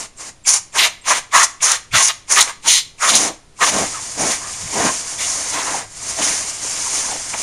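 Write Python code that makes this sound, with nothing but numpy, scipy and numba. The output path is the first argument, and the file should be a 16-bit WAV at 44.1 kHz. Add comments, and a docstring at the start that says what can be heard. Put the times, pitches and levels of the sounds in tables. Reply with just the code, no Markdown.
"""Air duster on an open computer

Compressed air from a can, at a table in a small room: short puffs, then one long blast.
The straw hisses; where the jet meets the parts it rushes over edges, sounds the hollows of the
chassis and buffets flat metal. A close microphone with a treble notch overloads on the strongest puffs."""
import sys
import numpy as np
from scipy import signal
from scipy.fft import rfft, irfft
from scipy.io import wavfile
from scipy.ndimage import uniform_filter1d
from numba import njit

SR = 44100
rng = np.random.default_rng(int(sys.argv[2]) if len(sys.argv) > 2 else 0)


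def unload_audio(sound):
    """Save the sound as a 16-bit wav file, at the path given as the first command line argument."""
    columns = np.transpose(np.atleast_2d(sound))
    # keep every value between -1 and 1, then stretch to whole-number steps
    steps = np.round(np.clip(columns, -1, 1) * 32767)
    wavfile.write(sys.argv[1], SR, steps.astype(np.int16))


N = 327222
TIME_S = np.arange(N) / SR
FREQ_HZ = np.maximum(np.fft.rfftfreq(N, 1 / SR), 1)
BLAST_S, BLAST_OPEN_S = 3.563, 0.073

# short trigger presses: start_s, open_s, held_s, hiss_db, sag_db, edge_db, hollow_db, buffet_db, valve_db
PUFFS = [ (-.03, .03, 0.058, -25.5, 7.5, -35, -35, -43.5, -60),
         (.145, 0.066, 0.086, -32, 2.5, -42, -38.5, -48, -67),
         (.447, 0.028, 0.097, -12.5, 4.5, -29.5, -28, -48, -34.5),
         (.72, .044, 0.11, -18, 3, -29, -20.5, -40, -44),
         (1.04, 0.045, 0.1, -15, 6.5, -19, -18.5, -36.5, -36),
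         (1.31, 0.041, 0.086, -14.5, 2.5, -16.5, -17, -45, -38),
         (1.602, 0.028, 0.13, -14, 8, -34, -25, -63, -30),
         (1.911, 0.045, 0.13, -15, -0.5, -23.5, -33, -58, -33),
         (2.274, 0.042, 0.13, -11.5, 10, -28, -21, -41, -45),
         (2.45, 0.026, 0.025, -30.5, -2.5, -32.5, -28, -51, -56),
         (2.625, 0.063, 0.096, -12, 5, -17, -44, -53, -45),
         (2.98, 0.051, 0.25, -16, 5, -27.5, -25, -56, -42)]
# spray head modes: centre_hz, width_hz, level_db
HEAD_MODES = [(2274, 300, 3), (2660, 540, 0), (3460, 380, 0)]
# chassis modes: centre_hz, width_hz, level_db
CHASSIS_MODES = [(214, 25, 0.5), (285, 9.5, -3.5), (306.4, 8.4, 2.5), (401, 14, 3.5), (674.6, 13, -6),
                 (953, 53, -8), (1046, 14, -6), (1103, 37, -4.5), (1211, 9, -0.5), (1587, 10, -2.5),
                 (1723, 31, -3), (1918, 57, -6), (2200, 210, -11.5)]


def undb(db):
    """Decibels to gain."""
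    return 10 ** (np.asarray(db) / 20)


def colour(points):
    """Gain spectrum through (freq_hz, level_db) points."""
    hz, db = np.transpose(points)
    return undb(np.interp(np.log(FREQ_HZ), np.log(hz), db))


def resonances(modes):
    """Gain spectrum of modes summed in power."""
    return np.sqrt(sum(undb(db) ** 2 / (1 + (2 * (FREQ_HZ - hz) / width_hz) ** 2)
                       for hz, width_hz, db in modes))


def unit(x):
    """Scale to rms 1."""
    return x / np.sqrt(np.mean(x ** 2))


def noise(spectrum):
    """Shaped noise, rms 1."""
    return unit(irfft(rfft(rng.standard_normal(N)) * spectrum, N))


def walk(rate_hz):
    """Smooth random drift, rms 1."""
    step = max(int(SR / rate_hz), 1)
    values = rng.standard_normal(N)[np.arange(N) // step]
    return unit(uniform_filter1d(values, step))


def swells(events):
    """Envelope that rises and decays at each event."""
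    out = 0
    for start_s, level_db, rise_s in events:
        age = np.clip((TIME_S - start_s) / rise_s, 0, 50)
        out = out + undb(level_db) * age * np.exp(1 - age)
    return out


@njit
def bandpass(x, centre_hz, damping):
    """State-variable resonance with a moving centre."""
    y = np.empty(len(x))
    band_state, low_state = 0., 0.
    for i in range(len(x)):
        g = np.tan(np.pi * centre_hz[i] / SR)
        band = (band_state + g * (x[i] - low_state)) / (1 + g * (g + damping))
        band_state = 2 * band - band_state
        low_state += 2 * g * band
        y[i] = damping * band
    return y


def press(start_s, open_s, held_s, sag_db, climb_db=35, close_s=0.013):
    """Flow of one press: the valve eases open, pressure sags while held, flow dies on release."""
    age_s = TIME_S - start_s
    opening = undb(-climb_db * np.clip(1 - age_s / open_s, 0, 10) ** 1.31)
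    sag = undb(-sag_db * np.clip((age_s - open_s) / held_s, 0, 1))
    closing = np.exp(-np.maximum(age_s - open_s - held_s, 0) / close_s)
    return opening * sag * closing


def background(room_db=-49, rumble_db=-57, draught_db=-48.5):
    """Room noise and a low rumble that grows in the draught of the long blast."""
    # room noise spectrum: freq_hz, level_db
    room_spectrum = [(20, 5.5), (30, 0), (80, -8.5), (140, -7), (200, -11.5), (320, -11.5), (1000, -19),
                     (3400, -23), (6700, -24), (9500, -22.5), (15000, -63.5)]
    rumble = noise(resonances([(100, 110, 0)]) ** 2)
    rumble *= np.hypot(undb(rumble_db), undb(draught_db) * blast())
    return rumble + undb(room_db) * noise(colour(room_spectrum))


def trigger(board_re_hiss_db=(-12, -14, -20)):
    """All presses drive four gains: hiss, edges, hollows, buffeting."""
    # jet strength in the long blast: time_s, hiss_db
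    blast_hiss = [(3.62, -18.5), (3.69, -14.5), (3.71, -19.5), (3.78, -20), (4.0, -30), (4.17, -28.5),
                  (4.2, -19), (4.35, -20.5), (4.4, -28.5), (4.64, -28.5), (4.85, -18), (5.03, -27.5),
                  (5.13, -25.5), (5.17, -29), (5.22, -21.5), (5.77, -24.5), (5.88, -42), (6.1, -23),
                  (6.16, -26), (6.25, -17.5), (6.59, -29), (6.64, -23.5), (6.93, -22.5), (6.96, -18.5),
                  (7.25, -28), (7.42, -22.5)]
    blast_flow = blast() * undb(np.interp(TIME_S, *np.transpose(blast_hiss)))
    gains = np.outer(undb([0, *board_re_hiss_db]), blast_flow)
    for start_s, open_s, held_s, hiss_db, sag_db, edge_db, hollow_db, buffet_db, _ in PUFFS:
        flow = press(start_s, open_s, held_s, sag_db)
        gains += np.outer(undb([hiss_db, edge_db, hollow_db, buffet_db]), flow)
    return gains


def valve(crack_s=0.0076, whistle_s=0.008, blast_db=-49):
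    """The first gas squeezes through the valve, rings the spray head and may whistle in the straw."""
    # thin whistles: start_s, level_db
    whistles = [(.168, -34.5), (.436, -39.5), (.721, -42.5), (1.012, -42)]
    # straw modes: centre_hz, width_hz, level_db
    straw_modes = [(7500, 220, 6.5), (8460, 180, 5.5)]
    cracks = [(start_s, valve_db, crack_s) for start_s, *_, valve_db in PUFFS]
    cracks.append((BLAST_S, blast_db, crack_s))
    head = swells(cracks) * noise(resonances(HEAD_MODES) ** 2)
    trickle = swells([(start_s, level_db, whistle_s) for start_s, level_db in whistles])
    return head + trickle * noise(resonances(straw_modes) ** 2)


def straw(flow, full_flow_db=-14, shrill_db=3.5, sputter_db=1.5, waver_db=1.16, head_db=-20):
    """The free jet hisses and rings the spray head; full flow is shrill and sputters; propellant spits."""
    # jet spectrum: freq_hz, level_db
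    hiss_spectrum = [(300, -44), (900, -7), (3500, -17), (4600, -5), (5600, -1.5), (6300, 1), (7100, 2.5),
                     (8600, 1.5), (9600, -6), (10400, -10.5), (11400, -20.5), (13000, -41), (15500, -51.5)]
    # full-flow bands: centre_hz, width_hz, level_db
    shrill_bands = [(6255, 2030, 1), (6970, 1200, -6.5), (9530, 1450, -1)]
    # propellant spits: start_s, level_db, rise_s
    spits = [(.472, -9, .005), (.488, -12, 0.0045), (.534, -12.5, 0.0054), (1.428, -9, 0.0072),
             (1.624, -12, 0.02), (1.714, -8, 0.0037), (2.022, -9.5, 0.012), (2.083, -10.5, 0.0012),
             (2.313, -10.5, 0.012), (2.406, -6.5, 0.0045), (2.425, -10, 0.0021), (2.678, -8.5, 0.0044),
             (3.085, -11.5, 0.012), (3.151, -8, 0.0048), (3.16, -16.5, 0.027)]
    force = np.minimum(flow / undb(full_flow_db), 1)
    shrill = force * undb(shrill_db)
    hiss = noise(colour(hiss_spectrum)) + shrill * noise(resonances(shrill_bands) ** 3)
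    hiss /= np.hypot(1, shrill)
    strength = np.hypot(flow, swells(spits))
    sputter = undb(sputter_db * force * walk(700) + waver_db * walk(45))
    head = flow * undb(head_db) * noise(resonances(HEAD_MODES) ** 2)
    return strength * hiss * sputter + head


def edges(centre_hz, broad_db=-13, smooth_db=-7, flutter_db=1.64):
    """The jet splits on sharp parts and half whistles in the slots between them."""
    # edge rush spectrum: freq_hz, level_db
    rush_spectrum = [(900, -41), (1900, -0.5), (2700, -2.5), (3900, 5), (5200, 3.5), (8000, -1), (11000, 1),
                     (13000, 1), (15500, -31.5)]
    # slots between board parts: centre_hz, width_hz, level_db
    slot_modes = [(2135, 490, 2.5), (2842, 31, 8), (3070, 58, 4.5), (3467, 150, 0), (3870, 37, 0.5),
                  (4170, 71, 0.5), (4800, 110, -2)]
    rush = noise(colour(rush_spectrum) * (undb(smooth_db) + resonances(slot_modes)))
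    focused = bandpass(rush, centre_hz, damping=0.76)
    return unit(focused + undb(broad_db) * rush) * undb(flutter_db * walk(90))


def hollows(centre_hz, spill_db, damping=0.14, overtone_db=-9, smooth_db=-5, flutter_db=1.0):
    """Turbulence rings the chassis; the hollow under the nozzle picks out a tone and its overtone."""
    # roar spectrum: freq_hz, level_db
    roar_spectrum = [(200, -54), (400, -11.5), (600, -0.5), (950, 1.5), (2100, 1), (2700, -3),
                     (4500, -25.5), (9000, -37)]
    pitch_hz = centre_hz * np.exp(0.067 * walk(25))
    spectrum = colour(roar_spectrum) * (undb(smooth_db) + resonances(CHASSIS_MODES))
    roar = noise(spectrum)
    overtone = undb(overtone_db) * bandpass(roar, 1.487 * pitch_hz, damping)
    tone = unit(bandpass(roar, pitch_hz, damping) + overtone)
    spill = undb(spill_db)  # air that misses the hollow
    blend = (tone + spill * noise(spectrum)) / np.hypot(1, spill)
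    return blend * undb(flutter_db * walk(70))


def buffeting(gain, smooth_db=-3, hard_hit_db=-23, boom_hz=226, boom_db=-4, flutter_db=2.1):
    """Large eddies flap against flat metal and stir its low modes; harder hits boom more."""
    # eddy spectrum: freq_hz, level_db
    eddy_spectrum = [(40, -37.5), (100, -12), (160, -4), (220, -6), (310, 0), (375, -7), (480, 0.5),
                     (700, 4), (1100, -8), (2500, -52)]
    flapping = noise(colour(eddy_spectrum) * (undb(smooth_db) + resonances(CHASSIS_MODES)))
    force = np.minimum(gain / undb(hard_hit_db), 1)
    boom = force * undb(boom_db) * noise(resonances([(boom_hz, 130, 0)]) ** 2)
    return gain * (flapping + boom) * unit(undb(flutter_db * walk(80)))


def sweep(board_gains, board_pitch_hz=1038, board_spill_db=7, board_rush_hz=2500, steepness=3.24):
    """Each part the jet crosses adds to the board's noise; pitch, spill and rush are power-weighted."""
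    # passes over parts: middle_s, length_s, edge_db, hollow_db, buffet_db, pitch_hz, spill_db, rush_hz
    passes = [ (.825, 0.082, -9, -25.5, -48, 2130, 0, 2600),
              (1.119, 0.032, -21, -11.5, -40.5, 1050, 1, 2500),
              (1.364, 0.051, -27, -8, -36, 1215, -22, 2100),
              (1.414, 0.046, -25, -11.5, -44, 1230, -18, 2110),
              (1.702, 0.12, -22, -21.5, -50.5, 1230, -1, 2900),
              (1.963, 0.05, -12, -14, -35.5, 1496, -13, 2600), (2.013, .04, -20, -19, -42, 1130, 0, 3000),
              (2.101, 0.03, -17.5, -24.5, -62, 1150, -5, 3200),
              (2.387, 0.043, -11.5, -12.5, -49, 1130, -1, 2200),
              (2.412, 0.027, -11, -28, -53, 1130, -10, 3940),
              (2.674, 0.048, -36, -26, -37, 1000, -10, 3200), (2.743, 0.12, -17, -46, -67.5, 1000, 6, 4250),
              (3.062, 0.085, -27, -16, -58, 1280, -6, 2600), (3.095, 0.035, -15, -24, -48, 1100, 12, 3500),
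              (3.156, 0.045, -14.5, -26, -31, 720, -18, 3400),
              (3.195, 0.2, -30.5, -27.5, -28, 720, 0, 3200), (3.63, 0.036, -19, -9.5, -37, 1156, -4, 2800),
              (3.683, 0.037, -21.5, -20, -37, 1000, 5, 3600),
              (3.78, 0.14, -29.5, -23, -24.5, 744, -1, 3200),
              (3.968, 0.061, -43, -30.5, -52, 1106, -9, 3200),
              (4.243, 0.11, -41, -27.5, -24.5, 745, 8, 3200),
              (4.318, 0.079, -27.5, -26, -50, 900, 21, 3200), (4.453, 0.1, -53, -34.5, -53, 1130, -6, 3200),
              (4.829, 0.15, -31, -22.5, -24.5, 900, 0, 3200),
              (4.88, 0.045, -39, -17.5, -47, 896, -3.5, 3200), (5.232, 0.077, -25, -42, -63, 2200, 2, 2400),
              (5.573, 0.093, -28, -23, -35.5, 850, 0, 3000), (5.72, 0.2, -36, -26, -35.5, 850, -1.5, 3000),
              (6.214, 0.059, -28.5, -26, -31, 800, 4, 3000), (6.28, 0.17, -30, -31, -56, 2100, 8, 2500),
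              (7.133, 0.089, -38, -31.5, -36.5, 850, -9, 3000),
              (7.348, .022, -37, -28, -34.5, 940, -4, 2200)]
    power = board_gains ** 2 + 1e-12  # rows: edges, hollows, buffeting
    tone_sum = np.outer([board_pitch_hz, board_spill_db], power[1])
    rush_sum = board_rush_hz * power[0]
    for middle_s, length_s, *levels_db, pitch_hz, spill_db, rush_hz in passes:
        near = np.abs(TIME_S - middle_s) < 2 * length_s
        aim = 0.5 ** (np.abs(2 * (TIME_S[near] - middle_s) / length_s) ** steepness)
        part_power = np.outer(undb(levels_db), aim) ** 2
        power[:, near] += part_power
        tone_sum[:, near] += np.outer([pitch_hz, spill_db], part_power[1])
        rush_sum[near] += rush_hz * part_power[0]
    return np.sqrt(power), tone_sum / power[1], rush_sum / power[0]


def hoots(damping=0.33):
    """The sweeping jet catches an opening for an instant and hoots."""
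    # caught hollows: middle_s, pitch_hz, level_db, sigma_s
    catches = [(1.357, 1140, -11, .005), (1.39, 1220, -16, 0.0035), (3.597, 1040, -30, 0.0053),
               (5.68, 1070, -26, 0.0073), (5.747, 786, -22, .0055), (6.195, 665, -30, 0.019),
               (6.65, 980, -39, 0.0086), (6.87, 1010, -31.5, 0.013), (7.09, 920, -22, 0.0047),
               (7.124, 830, -25, .005), (7.341, 890, -25.5, .007), (7.341, 2200, -25.5, .004)]
    out = np.zeros(N)
    for middle_s, pitch_hz, level_db, sigma_s in catches:
        near = np.abs(TIME_S - middle_s) < 0.1
        eddies = rng.standard_normal(N)[near]
        centre_hz = np.full(len(eddies), float(pitch_hz))
        hoot = unit(bandpass(bandpass(eddies, centre_hz, damping), centre_hz, damping))
        envelope = np.exp(-0.5 * ((TIME_S[near] - middle_s) / sigma_s) ** 2)
        out[near] += undb(level_db) * envelope * hoot
    return out


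def thumps(centre_hz=115, width_hz=90):
    """Brief dull swells in the bass."""
    # soft thumps: middle_s, level_db, sigma_s
    bumps = [(1.37, -37.5, .006), (1.948, -29, 0.017), (4.648, -31.5, 0.016)]
    envelope = sum(undb(level_db) * np.exp(-0.5 * ((TIME_S - middle_s) / sigma_s) ** 2)
                   for middle_s, level_db, sigma_s in bumps)
    return envelope * noise(resonances([(centre_hz, width_hz, 0)]) ** 2)


def blast():
    """The valve opens for the long blast and is held to the end."""
    return press(BLAST_S, BLAST_OPEN_S, held_s=TIME_S[-1], sag_db=0)


def room(x, gap_s=0.0034, split_hz=4000, low_t60_s=0.4, high_t60_s=0.27):
    """Dense reflections from table and walls; the treble dies first."""
    t = TIME_S[:SR]
    scatter = rng.standard_normal(SR)
    low = signal.sosfilt(signal.butter(2, split_hz, fs=SR, output="sos"), scatter)
    high = signal.sosfilt(signal.butter(2, split_hz, "high", fs=SR, output="sos"), scatter)
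    tail = (low * undb(-60 * t / low_t60_s) - high * undb(-60 * t / high_t60_s)) * (t > gap_s)
    return signal.fftconvolve(x, tail / np.linalg.norm(tail))[:N]


def scene():
    """The jet and what it strikes, in the room, over a quiet background."""
    gains = trigger()
    (edge_gain, hollow_gain, buffet_gain), (pitch_hz, spill_db), rush_hz = sweep(gains[1:])
    air = undb(0.81) * straw(gains[0])
    air += undb(-2.1) * edge_gain * edges(rush_hz)
    air += undb(-1.04) * hollow_gain * hollows(pitch_hz, spill_db)
    air += undb(2.5) * buffeting(buffet_gain)
    air += thumps() + hoots() + undb(-2) * valve()
    return (air + undb(-14.5) * room(air) + background())[None]


def record(dry, notch_hz=8030, notch_width_hz=800, notch_depth=0.81, knee=8.2, top_hz=15650):
    """The microphone port notches the treble, the loudest peaks flatten, the top is cut."""
    port = 1 - notch_depth / (1 + 2j * (FREQ_HZ - notch_hz) / notch_width_hz)
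    notched = irfft(rfft(dry) * port, N)
    clipped = notched / (1 + np.abs(notched) ** knee) ** (1 / knee)
    return signal.sosfilt(signal.ellip(10, 0.2, 70, top_hz, fs=SR, output="sos"), clipped)


dry = scene()
out = record(dry)
unload_audio(out)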